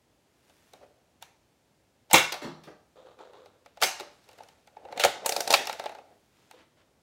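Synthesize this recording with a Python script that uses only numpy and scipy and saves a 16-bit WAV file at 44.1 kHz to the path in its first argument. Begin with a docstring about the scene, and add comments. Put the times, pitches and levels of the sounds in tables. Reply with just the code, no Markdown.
"""First come faint rubs and knocks: a hand holds a plastic toy blaster close by, in a small, bare room.
It fires with a pop as a spring slams a plunger home, and the dart hits the far wall and drops on the
carpet. The trigger is pulled again on an empty barrel. Then the blaster is swung open for reloading:
the latch snaps, a ratchet clicks and the grinding hinge hits its stop. These hits ring the hollow
shell and its thin walls, and the room rings after them."""
import sys
import numpy as np
from scipy import signal
from scipy.fft import rfft, irfft, next_fast_len
from scipy.io import wavfile
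from scipy.ndimage import map_coordinates

SR = 44100
rng = np.random.default_rng(int(sys.argv[2]) if len(sys.argv) > 2 else 0)


def int16_out(signal):
    """Quantize to a 16-bit WAV file."""
    q = np.round(np.clip(np.atleast_2d(signal).T, -1, 1) * 32767)
    wavfile.write(sys.argv[1], SR, q.astype(np.int16))


N = 309582
T = np.arange(SR // 5) / SR  # the clock of one contact [s]

# The spring lets go, the plunger slams home and bounces three times: (time [s], ring [dB], clack [dB], snap
# [dB])
PLUNGER_HITS = [(2.1313, -18.5, -23, -16.5), (2.140, -15.5, -13, -26.5), (2.157, -26.5, -23.5, -25),
                (2.18, -37, -21, -32)]
# Tones of the plunger and its air: (pitch [Hz], level [dB], time to fade by 60 dB [s])
PLUNGER_TONES = [(87.5, -23, 0.11), (160, -12, .075), (339, -16, 0.13), (523, -16.5, 0.2),
                 (790, -6.5, 0.049), (872, 0, 0.054)]
# Where the air cylinder and barrel ring: (pitch [Hz], width [Hz], level [dB])
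BARREL_PEAKS = [(1098, 72, -5), (1457, 70, 3), (1726, 45, -4), (2140, 220, 2.5), (2400, 140, -2.5),
                (2703, 90, 1), (3670, 450, -6), (4500, 500, -7)]
# Air leaving the barrel: (frequency [Hz], level [dB])
PUFF_SPECTRUM = [(50, -30), (90, -8.5), (260, -8), (650, 0.5), (1000, 0.5), (1500, -20)]
def shot():
    """The plunger drives a puff of air down the barrel; the pop fills the room."""
    out = np.zeros(N)
    for s, ring_db, clack_db, snap_db in PLUNGER_HITS:
        slide = amp(clack_db - 13.5) * scrape(lead=0.014, swell_db=14.5)
        column = amp(ring_db) * ring(PLUNGER_TONES, 0.0017, knock_hz=860, focus_db=2, detune=0.015)
        puff = amp(ring_db - 7.5) * burst(PUFF_SPECTRUM, attack=0.0026, t60=0.23)
        near, away = [
            amp(clack_db) * clack(BARREL_PEAKS, attack=0.0011, t60=0.13, dense_db=-11, detune=0.0038)
            + amp(snap_db) * snap(attack=0.00036, t60=0.047, edge_hz=any_edge()) for _ in range(2)]
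        add(out, s - len(slide) / SR, slide)
        add(out, s, column + puff + near)
        add(out, s, echo(amp(-16.5) * column + amp(-10) * puff + amp(-7) * away))
    return out


# Heavy hits of the trigger catch, barrel latch and hinge stop: (time [s], hollow ring [dB], clack [dB],
# snap [dB], knock pitch [Hz], wall pitch [Hz], fade time [s], room echo [dB])
HEAVY_HITS = [(3.823, -26.5, -21, -26.5, 802.3, 1420, 0.064, -9.5),
              (3.833, -27, -25, -22.5, 865, 2610, 0.073, -5),
              (4.996, -30.5, -27.5, -34.5, 720, 3225, 0.084, -0.5),
              (5.037, -23.5, -19.5, -27, 598, 1586, 0.038, -8.5),
              (5.047, -17.5, -22.5, -25.5, 780, 2300, 0.048, -12),
              (5.538, -22.5, -14.5, -20, 760, 2700, 0.056, -10.5)]
# Tones of the air in the hollow shell: (pitch [Hz], level [dB], fade time [s])
SHELL_TONES = [(382, -10.5, 0.071), (478, -6.5, 0.081), (573.3, -6.5, 0.078), (679.5, -2.5, 0.035),
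               (784.5, -1.5, 0.039), (878, -3, 0.045), (1144, -7.5, 0.015)]
# Where the thin plastic walls ring: (pitch [Hz], width [Hz], level [dB])
WALL_PEAKS = [(1306, 280, -0.5), (2270, 340, 3), (2728, 240, 2), (3753, 400, 4), (4560, 470, -6.5)]
# The jolt of the whole shell: (frequency [Hz], level [dB])
THUMP_SPECTRUM = [(40, -21), (90, -12), (220, -10), (370, -3), (600, -3.5), (1000, -6), (1500, -23),
                  (9000, -50)]
def blows(wall_focus_db=4.5):
    """Spring-loaded parts slide off their catches, slam into their stops and chatter."""
    out = np.zeros(N)
    for s, hollow_db, clack_db, snap_db, knock_hz, wall_hz, t60, room_db in HEAVY_HITS:
        slide = amp(clack_db - 11) * scrape(lead=0.011, swell_db=24.5)
        hollow = amp(hollow_db) * ring(SHELL_TONES, 0.0044, knock_hz, focus_db=15.5, detune=0.023)
        thump = amp(hollow_db - 17) * burst(THUMP_SPECTRUM, attack=0.002, t60=0.18)
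        # the spot that is hit favours the peaks near wall_hz
        walls = [(hz, width, db + wall_focus_db * (0.5 - abs(np.log2(hz / wall_hz))))
                 for hz, width, db in WALL_PEAKS]
        # each side of the shell sends out its own mix of tones
        near, left, right = [
            amp(clack_db) * clack(walls, attack=0.00044, t60=t60, dense_db=-11, detune=0.076)
            + amp(snap_db) * snap(attack=0.00069, t60=t60 * 0.93, edge_hz=any_edge()) for _ in range(3)]
        add(out, s - len(slide) / SR, slide)
        add(out, s, hollow + thump + near)
        add(out, s, amp(room_db - 2.5) * (echo(left + hollow) + echo(right + thump)))
    return out


# Light knocks and clicks of plastic, a few perhaps from the bouncing dart:
# (time [s], level [dB], hardness [0-1], knock pitch [Hz])
LIGHT_KNOCKS = [(0.496, -63.5, 0.75, 800), (0.7344, -55.5, 0.89, 800), (1.224, -48, 0.91, 980),
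                (2.1, -51, 0.45, 800), (2.111, -33.5, 0.77, 880), (3.188, -57, 0.4, 1200),
                (3.201, -51, 0.06, 1200), (3.333, -57.5, 0.54, 600), (3.458, -55, 0.58, 700),
                (3.66, -52.5, 0.65, 1200), (3.772, -48.5, 0.52, 1000), (3.816, -36, 0.93, 800),
                (3.998, -40, 0.77, 750), (4.006, -40.5, 0.7, 404), (4.289, -58, 0.89, 800),
                (4.385, -52.5, 0.66, 650), (4.404, -44, 0, 950), (4.434, -62, 1, 520),
                (4.486, -58, 0.85, 900), (4.673, -57, 0.73, 800), (4.767, -43.5, 0, 780),
                (4.851, -43, 0.08, 640), (4.885, -46.5, 0.18, 700), (4.924, -39, 0.4, 720),
                (4.975, -33.5, 0.6, 700), (5.247, -38, 0, 750), (5.655, -49, 0.97, 800),
                (5.671, -38, 0.99, 780), (5.695, -30, 0.57, 820), (5.728, -42, 0.91, 780),
                (5.7956, -34, 0.6, 760), (5.839, -40, 0.54, 850), (5.858, -31, 0.39, 720),
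                (5.985, -45.5, 0.27, 750), (6.511, -52, 0.78, 1100)]
# A small catch drops over the ratchet's teeth: (time [s], hollow ring [dB], snap [dB], edge pitch [Hz])
RATCHET_TEETH = [(5.2591, -29, -25.5, 7217), (5.291, -29, -28, 6000), (5.3206, -33, -30, 4500),
                 (5.3625, -28.5, -29.5, 4700), (5.404, -33.5, -29.5, 5480), (5.4745, -30.5, -31.5, 4000),
                 (5.5034, -22.5, -24.5, 4000), (5.512, -28.5, -31, 5160), (5.525, -24, -26, 4606)]
def clicks(tooth_knock_hz=690):
    """Knocks, loose parts and the ratchet share one plastic ring; the teeth's snaps rise and fade more slowly."""
    knocks = [touch(*knock) for knock in LIGHT_KNOCKS] + rattle()
    teeth = [(s, hollow_db, tooth_knock_hz, snap_db - 4.5, 0, snap_db, edge_hz)
             for s, hollow_db, snap_db, edge_hz in RATCHET_TEETH]
    knocking = contacts(knocks, snap_attack=0.0009, snap_t60=0.0083)
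    ratchet = contacts(teeth, snap_attack=0.0025, snap_t60=0.023)
    return knocking + ratchet


def touch(s, db, hardness, knock_hz):
    """One row for contacts(): the softer the touch, the weaker its snap and the duller its clack."""
    soft = 1 - hardness
    clack_db = db + 2.5 - 18 * soft
    snap_db = db + 2 - 38.5 * soft
    dull_db = 6.5 * soft  # treble lost per octave
    return s, db, knock_hz, clack_db, dull_db, snap_db, any_edge()


def contacts(rows, snap_attack, snap_t60, path_count=3):
    """Each small contact slides, snaps, clacks and gives a hollow ring."""
    out, room_paths = np.zeros(N), np.zeros((path_count, N))
    for s, hollow_db, knock_hz, clack_db, dull_db, snap_db, edge_hz in rows:
        slide = amp(clack_db - 9) * scrape(lead=0.013, swell_db=10.5)
        hollow = amp(hollow_db) * ring(SHELL_TONES, 0.0018, knock_hz, focus_db=15.5, detune=0.03)
        push = amp(hollow_db - 15.5) * burst(THUMP_SPECTRUM, attack=0.00035, t60=0.019)
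        walls = [(hz, width, db - dull_db * np.log2(hz / WALL_PEAKS[0][0]))
                 for hz, width, db in WALL_PEAKS]
        # one mix of tones goes to the listener, and another along each path through the room
        near, *away = [
            amp(clack_db) * clack(walls, attack=0.0008, t60=0.037, dense_db=-11 - dull_db, detune=0.043)
            + amp(snap_db) * snap(snap_attack, snap_t60, edge_hz) for _ in range(path_count + 1)]
        add(out, s - len(slide) / SR, slide)
        add(out, s, hollow + push + near)
        for path, side in zip(room_paths, away):
            add(path, s, amp(-14.5) * hollow + amp(-13) * side)
    return out + sum(echo(path)[:N] for path in room_paths)


# Spells of rattling: (start [s], end [s], level [dB], hardness [0-1])
RATTLE_SPELLS = [(4.226, 4.406, -67, 0.87), (5.881, 5.96, -47.5, 0.48)]
def rattle(count=4, scatter_db=3):
    """Loose parts tick faintly at uneven moments."""
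    return [touch(start + (end - start) * (k + rng.random()) / count,
                  db + scatter_db * rng.normal(), hardness, knock_hz=745)
            for start, end, db, hardness in RATTLE_SPELLS for k in range(count)]


def ring(tones, attack, knock_hz, focus_db, detune):
    """Low tones ring after a hit; each loses focus_db for every octave it lies from knock_hz."""
    out = 0
    for hz, db, t60 in tones:
        level = db + 2 * rng.normal() - focus_db * abs(np.log2(hz / knock_hz))
        cycles = hz * (1 + detune * rng.normal()) * T + rng.random()
        out = out + amp(level) * fade(attack, t60) * np.sin(2 * np.pi * cycles)
    return struck(out)


def clack(peaks, attack, t60, dense_db, detune):
    """Chatter rings the plastic's main peaks, shifted by the grip, and the many weak tones between."""
    shifted = [(hz * (1 + detune * rng.normal()), width, db) for hz, width, db in peaks]
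    chatter = rng.standard_normal(len(T)) * fade(attack, t60)
    coloured = filtered(chatter, lambda hz: resonances(shifted, hz) + amp(dense_db))
    wall_band = signal.butter(2, [1050, 5200], "band", fs=SR, output="sos")  # what thin walls give off
    return struck(signal.sosfilt(wall_band, coloured))


# The crack of hard edges: (frequency [times the edge's pitch], level [dB])
SNAP_SPECTRUM = [(.45, -36), (.8, -5), (1, 2.5), (1.289, -4), (1.8, -8), (2.8, -12), (4, -22)]
def snap(attack, t60, edge_hz):
    """Hard edges meet with a bright crack, strongest at the edge's own pitch."""
    return burst([(ratio * edge_hz, db) for ratio, db in SNAP_SPECTRUM], attack, t60)


def any_edge():
    """The pitch of whichever edge is hit, in Hz."""
    return 5620 * np.exp(0.12 * rng.normal())


# A sliding catch: (frequency [Hz], level [dB])
SCRAPE_SPECTRUM = [(250, -25), (500, -3), (850, 0.5), (1200, -11.5), (2600, -5.5), (5500, -11.5),
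                   (12000, -26.5)]
def scrape(lead, swell_db):
    """A loaded catch slides for lead seconds, louder and louder, until it lets go."""
    size = int(lead * SR)
    return noise(SCRAPE_SPECTRUM, size) * amp(np.linspace(-swell_db, 0, size))


# The dart's distant hits: (time [s], body [dB], tap [dB], snap [dB], room echo [dB])
DART_HITS = [(2.320, -37.5, -33, -34, -23), (2.338, -38.5, -39.5, -46.5, -3), (2.416, -48.5, -49, -60, 8.5),
             (2.634, -59.5, -57.5, -63, 3)]
# The low body and the bright tap of foam on a wall: (frequency [Hz], level [dB])
BODY_SPECTRUM = [(150, -29.5), (450, -2.5), (850, 1), (1400, -11), (5000, -46)]
TAP_SPECTRUM = [(700, -30), (1200, -0.5), (2300, -1.5), (4300, 0), (7000, -14), (14000, -39)]
def dart():
    """The dart slaps the far wall and falls; its later taps are largely room echo."""
    out = np.zeros(N)
    for s, body_db, tap_db, snap_db, room_db in DART_HITS:
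        body = amp(body_db) * burst(BODY_SPECTRUM, attack=0.0033, t60=0.098)
        tap = amp(tap_db) * burst(TAP_SPECTRUM, attack=0.0032, t60=0.068)
        crack = amp(snap_db) * snap(attack=0.0037, t60=0.031, edge_hz=any_edge())
        add(out, s, in_room(body + tap + crack, room_db))
    return out


# The falling dart and the returning trigger: (time [s], level [dB], pitch [Hz])
SOFT_THUDS = [(2.417, -41.5, 340), (2.439, -41, 232), (2.462, -43.5, 267), (2.668, -49.5, 353),
              (4.009, -50.5, 467)]
def thuds():
    """Soft contacts give one broad hump of low noise and no ring."""
    out = np.zeros(N)
    for s, db, hz in SOFT_THUDS:
        hump = [(hz / 4, -22), (hz * 0.97, 0), (hz * 1.18, -3),
                (hz * 4, -19), (hz * 15, -38), (hz * 45, -62)]
        add(out, s, in_room(amp(db) * burst(hump, attack=0.006, t60=0.18), room_db=-3.5))
    return out


# How hard the hinge grinds as the barrel opens: (time [s], level [dB])
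HINGE_LEVELS = [(4.7, -70), (4.774, -68), (4.94, -45), (5.068, -48), (5.328, -46.5), (5.426, -39.5),
                (5.502, -38.5), (5.814, -50.5), (6.135, -62), (6.3, -87)]
# The shell creaks as a hand takes hold, and as the latch strains before it snaps: (time [s], level [dB], fade
# time [s])
SHELL_CREAKS = [(0.73, -57, 1.0), (4.37, -59, 0.94), (4.77, -55, .7), (4.96, -45, .3)]
# Where the hollow shell hums along: (pitch [Hz], width [Hz], level [dB])
HUM_PEAKS = [(464.8, 310, -5.5), (604, 110, 0), (734, 69, -2.5)]
def hinge(dull_above_hz=7000):
    """Worn plastic grinds on plastic, in the hinge or the squeezed seams, and hums in the shell."""
    turning_db = np.interp(np.arange(N) / SR, *np.transpose(HINGE_LEVELS), left=-120, right=-120)
    pressure = amp(turning_db - 1) + strokes(SHELL_CREAKS, attack=0.0064)
    grind = friction(lambda hz: resonances(HUM_PEAKS, hz) / (1 + (hz / dull_above_hz) ** 2),
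                     grain_db=2, jerk_db=5)
    return in_room(pressure * grind, room_db=-8.5)[:N]


# Faint, echoing bumps and scuffs, perhaps the dart rolling, then a few soft rubs:
# (time [s], level [dB], fade time [s])
SOFT_SCUFFS = [(2.957, -52, 0.77), (3.057, -53, 0.4), (3.187, -47, 0.47), (3.33, -53.5, 0.85),
               (4.27, -61, 1), (6.53, -59, 0.4), (6.77, -66.5, 0.71)]
# The palm brushes the shell: (middle [s], half length [s], level [dB], bright up to [Hz])
PALM_BRUSHES = [(0.604, 0.25, -68.5, 14000), (4.263, 0.38, -67, 9000), (6.201, 0.3, -74.5, 20100),
                (6.439, 0.087, -70, 7000), (6.6, 0.042, -59, 3490), (6.8, 0.03, -65.5, 4020)]
# The dull scuffs, and skin on smooth plastic: (frequency [Hz], level [dB])
SCUFF_SPECTRUM = [(120, -26), (280, -17.5), (400, -2), (510, 3.5), (650, -6.5), (1300, -11.5), (2000, -24),
                  (3000, -23.5), (3700, -18), (5200, -34), (7000, -32), (11000, -53.5)]
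SWISH_SPECTRUM = [(300, 5), (2500, 1.5), (5000, -2), (15000, -8.5)]
def scuffs_and_brushes():
    """Soft scuffs come in short strokes; the palm's brushes swell and fade as a fine hiss."""
    t = np.arange(N) / SR
    scuff = friction(lambda hz: amp(along(SCUFF_SPECTRUM, hz)), grain_db=3, jerk_db=-1.2)
    skin = friction(lambda hz: amp(along(SWISH_SPECTRUM, hz)), grain_db=2, jerk_db=-0.3)
    out = strokes(SOFT_SCUFFS, attack=0.0032) * scuff
    for s, half, db, top_hz in PALM_BRUSHES:
        swell = amp(db) * np.exp(-((t - s) / half) ** 2)
        out += swell * unit(filtered(skin, lambda hz: 1 / np.sqrt(1 + (hz / top_hz) ** 4)))
    return in_room(out, room_db=-7)[:N]


def friction(response, grain_db, jerk_db):
    """Surfaces stick and slip: fine grains within slower jerks, coloured by what they shake."""
    slips = rng.standard_normal(N) * amp(grain_db * wobble(350) + jerk_db * wobble(35))
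    return unit(filtered(slips, response))


def strokes(rows, attack):
    """The loudness of rubbing strokes: each takes hold quickly, then eases off."""
    out, t = np.zeros(N), np.arange(SR) / SR
    for s, db, t60 in rows:
        add(out, s, amp(db - 60 * t / t60) * (1 - np.exp(-t / attack)))
    return out


# How long the room rings: (frequency [Hz], fade time [s])
ROOM_FADES = [(100, 0.59), (400, 0.39), (900, .55), (2500, 0.39), (5000, 0.49), (9000, 0.31), (15000, 0.21)]
# The tone of sound bouncing off the room's walls: (frequency [Hz], level [dB])
ECHO_SPECTRUM = [(100, -5), (500, -2.5), (900, -1.5), (2000, 0.5), (5000, -3.5), (9000, 0.5), (15000, 2)]
# Standing waves, the notes a room holds: (pitch [Hz], level against the whole tail [dB], fade time [s])
ROOM_NOTES = [(159, -28.5, 0.85), (346, -26.5, 0.33), (589, -26, 0.3)]
def echo(x, delay=0.0035, build=0.0038):
    """The room answers with a fresh tail each time; each frequency dies away at its own speed."""
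    hz, t, bands = signal.stft(rng.standard_normal(2 * SR // 3), SR, nperseg=256)
    gain = amp(along(ECHO_SPECTRUM, hz)[:, None] - 60 * t / along(ROOM_FADES, hz)[:, None])
    tail = signal.istft(bands * gain, SR, nperseg=256)[1]
    t = np.arange(len(tail)) / SR
    hum = sum(amp(db) * unit(np.sin(2 * np.pi * (pitch * t + rng.random())) * amp(-60 * t / t60))
              for pitch, db, t60 in ROOM_NOTES)
    tail = (unit(tail) + hum) * np.clip((t - delay) / build, 0, 1)
    return signal.fftconvolve(x, tail / np.linalg.norm(tail))


def in_room(x, room_db):
    """A sound together with the room's answer."""
    answer = amp(room_db) * echo(x)
    return answer + np.pad(x, (0, len(answer) - len(x)))


# The quiet room: (frequency [Hz], level [dB])
HUSH_SPECTRUM = [(25, -2), (55, 5.5), (160, 1), (320, 0), (700, -4), (1200, -12), (2500, -14),
                 (7000, -18.5), (15000, -27.5)]
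def room_tone():
    """A faint, steady hush lies under everything."""
    return amp(-68) * noise(HUSH_SPECTRUM, N)


def amp(db):
    """Turn decibels into a gain."""
    return 10 ** (np.asarray(db) / 20)


def unit(x):
    """Scale to an average (rms) level of 1."""
    return x / np.sqrt(np.mean(x ** 2) + 1e-20)


def struck(x):
    """Scale so that the first hundredth of a second has level 1."""
    return x / np.sqrt(np.mean(x[:SR // 100] ** 2) + 1e-20)


def along(points, hz):
    """Read between (frequency [Hz], value) points on a log axis."""
    frequencies, values = np.transpose(points)
    return np.interp(np.log(hz + 1), np.log(frequencies + 1), values)


def filtered(x, response):
    """Turn each frequency of x up or down by response(hz)."""
    size = next_fast_len(len(x) + 8192)
    return irfft(rfft(x, size) * response(np.fft.rfftfreq(size, 1 / SR)), size)[:len(x)]


def resonances(peaks, hz):
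    """How strongly a set of ringing peaks answers at each frequency."""
    return sum((-1) ** k * amp(db) * 1j * hz * width / (pitch ** 2 - hz * hz + 1j * hz * width)
               for k, (pitch, width, db) in enumerate(peaks))


def noise(spectrum, size):
    """Noise of level 1, shaped by a spectrum."""
    return unit(filtered(rng.standard_normal(size), lambda hz: amp(along(spectrum, hz))))


def burst(spectrum, attack, t60):
    """Noise that starts quickly and dies away."""
    return struck(noise(spectrum, len(T)) * fade(attack, t60))


def fade(attack, t60):
    """Rise in about attack seconds, and fall by 60 dB in t60 seconds."""
    return (1 - np.exp(-(T / attack) ** 2)) * amp(-60 * T / t60)


def wobble(rate):
    """A smooth curve through rate random points a second."""
    return map_coordinates(rng.standard_normal(int(N * rate / SR) + 4), [np.arange(N) * rate / SR])


def add(track, s, x):
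    """Mix x into the track at s seconds."""
    part = track[round(s * SR):][:len(x)]
    part += x[:len(part)]


def scene():
    """The blaster, the dart and soft rubbing in the quiet room."""
    blaster = clicks() + blows() + shot() + hinge()
    return (blaster + dart() + thuds() + scuffs_and_brushes() + room_tone())[None]


def record(dry, ceiling=0.92, bass_hz=62, top_hz=16250):
    """The recorder rounds the highest peaks, thins the deep bass and cuts the very top."""
    rounded = dry[0] / (1 + np.abs(dry[0] / ceiling) ** 8) ** (1 / 8)
    thinned = signal.sosfilt(signal.butter(3, bass_hz, "high", fs=SR, output="sos"), rounded)
    return filtered(thinned, lambda hz: np.clip((top_hz - hz) / 500, 0, 1) ** 2)[None]


dry = scene()
out = record(dry)
int16_out(out)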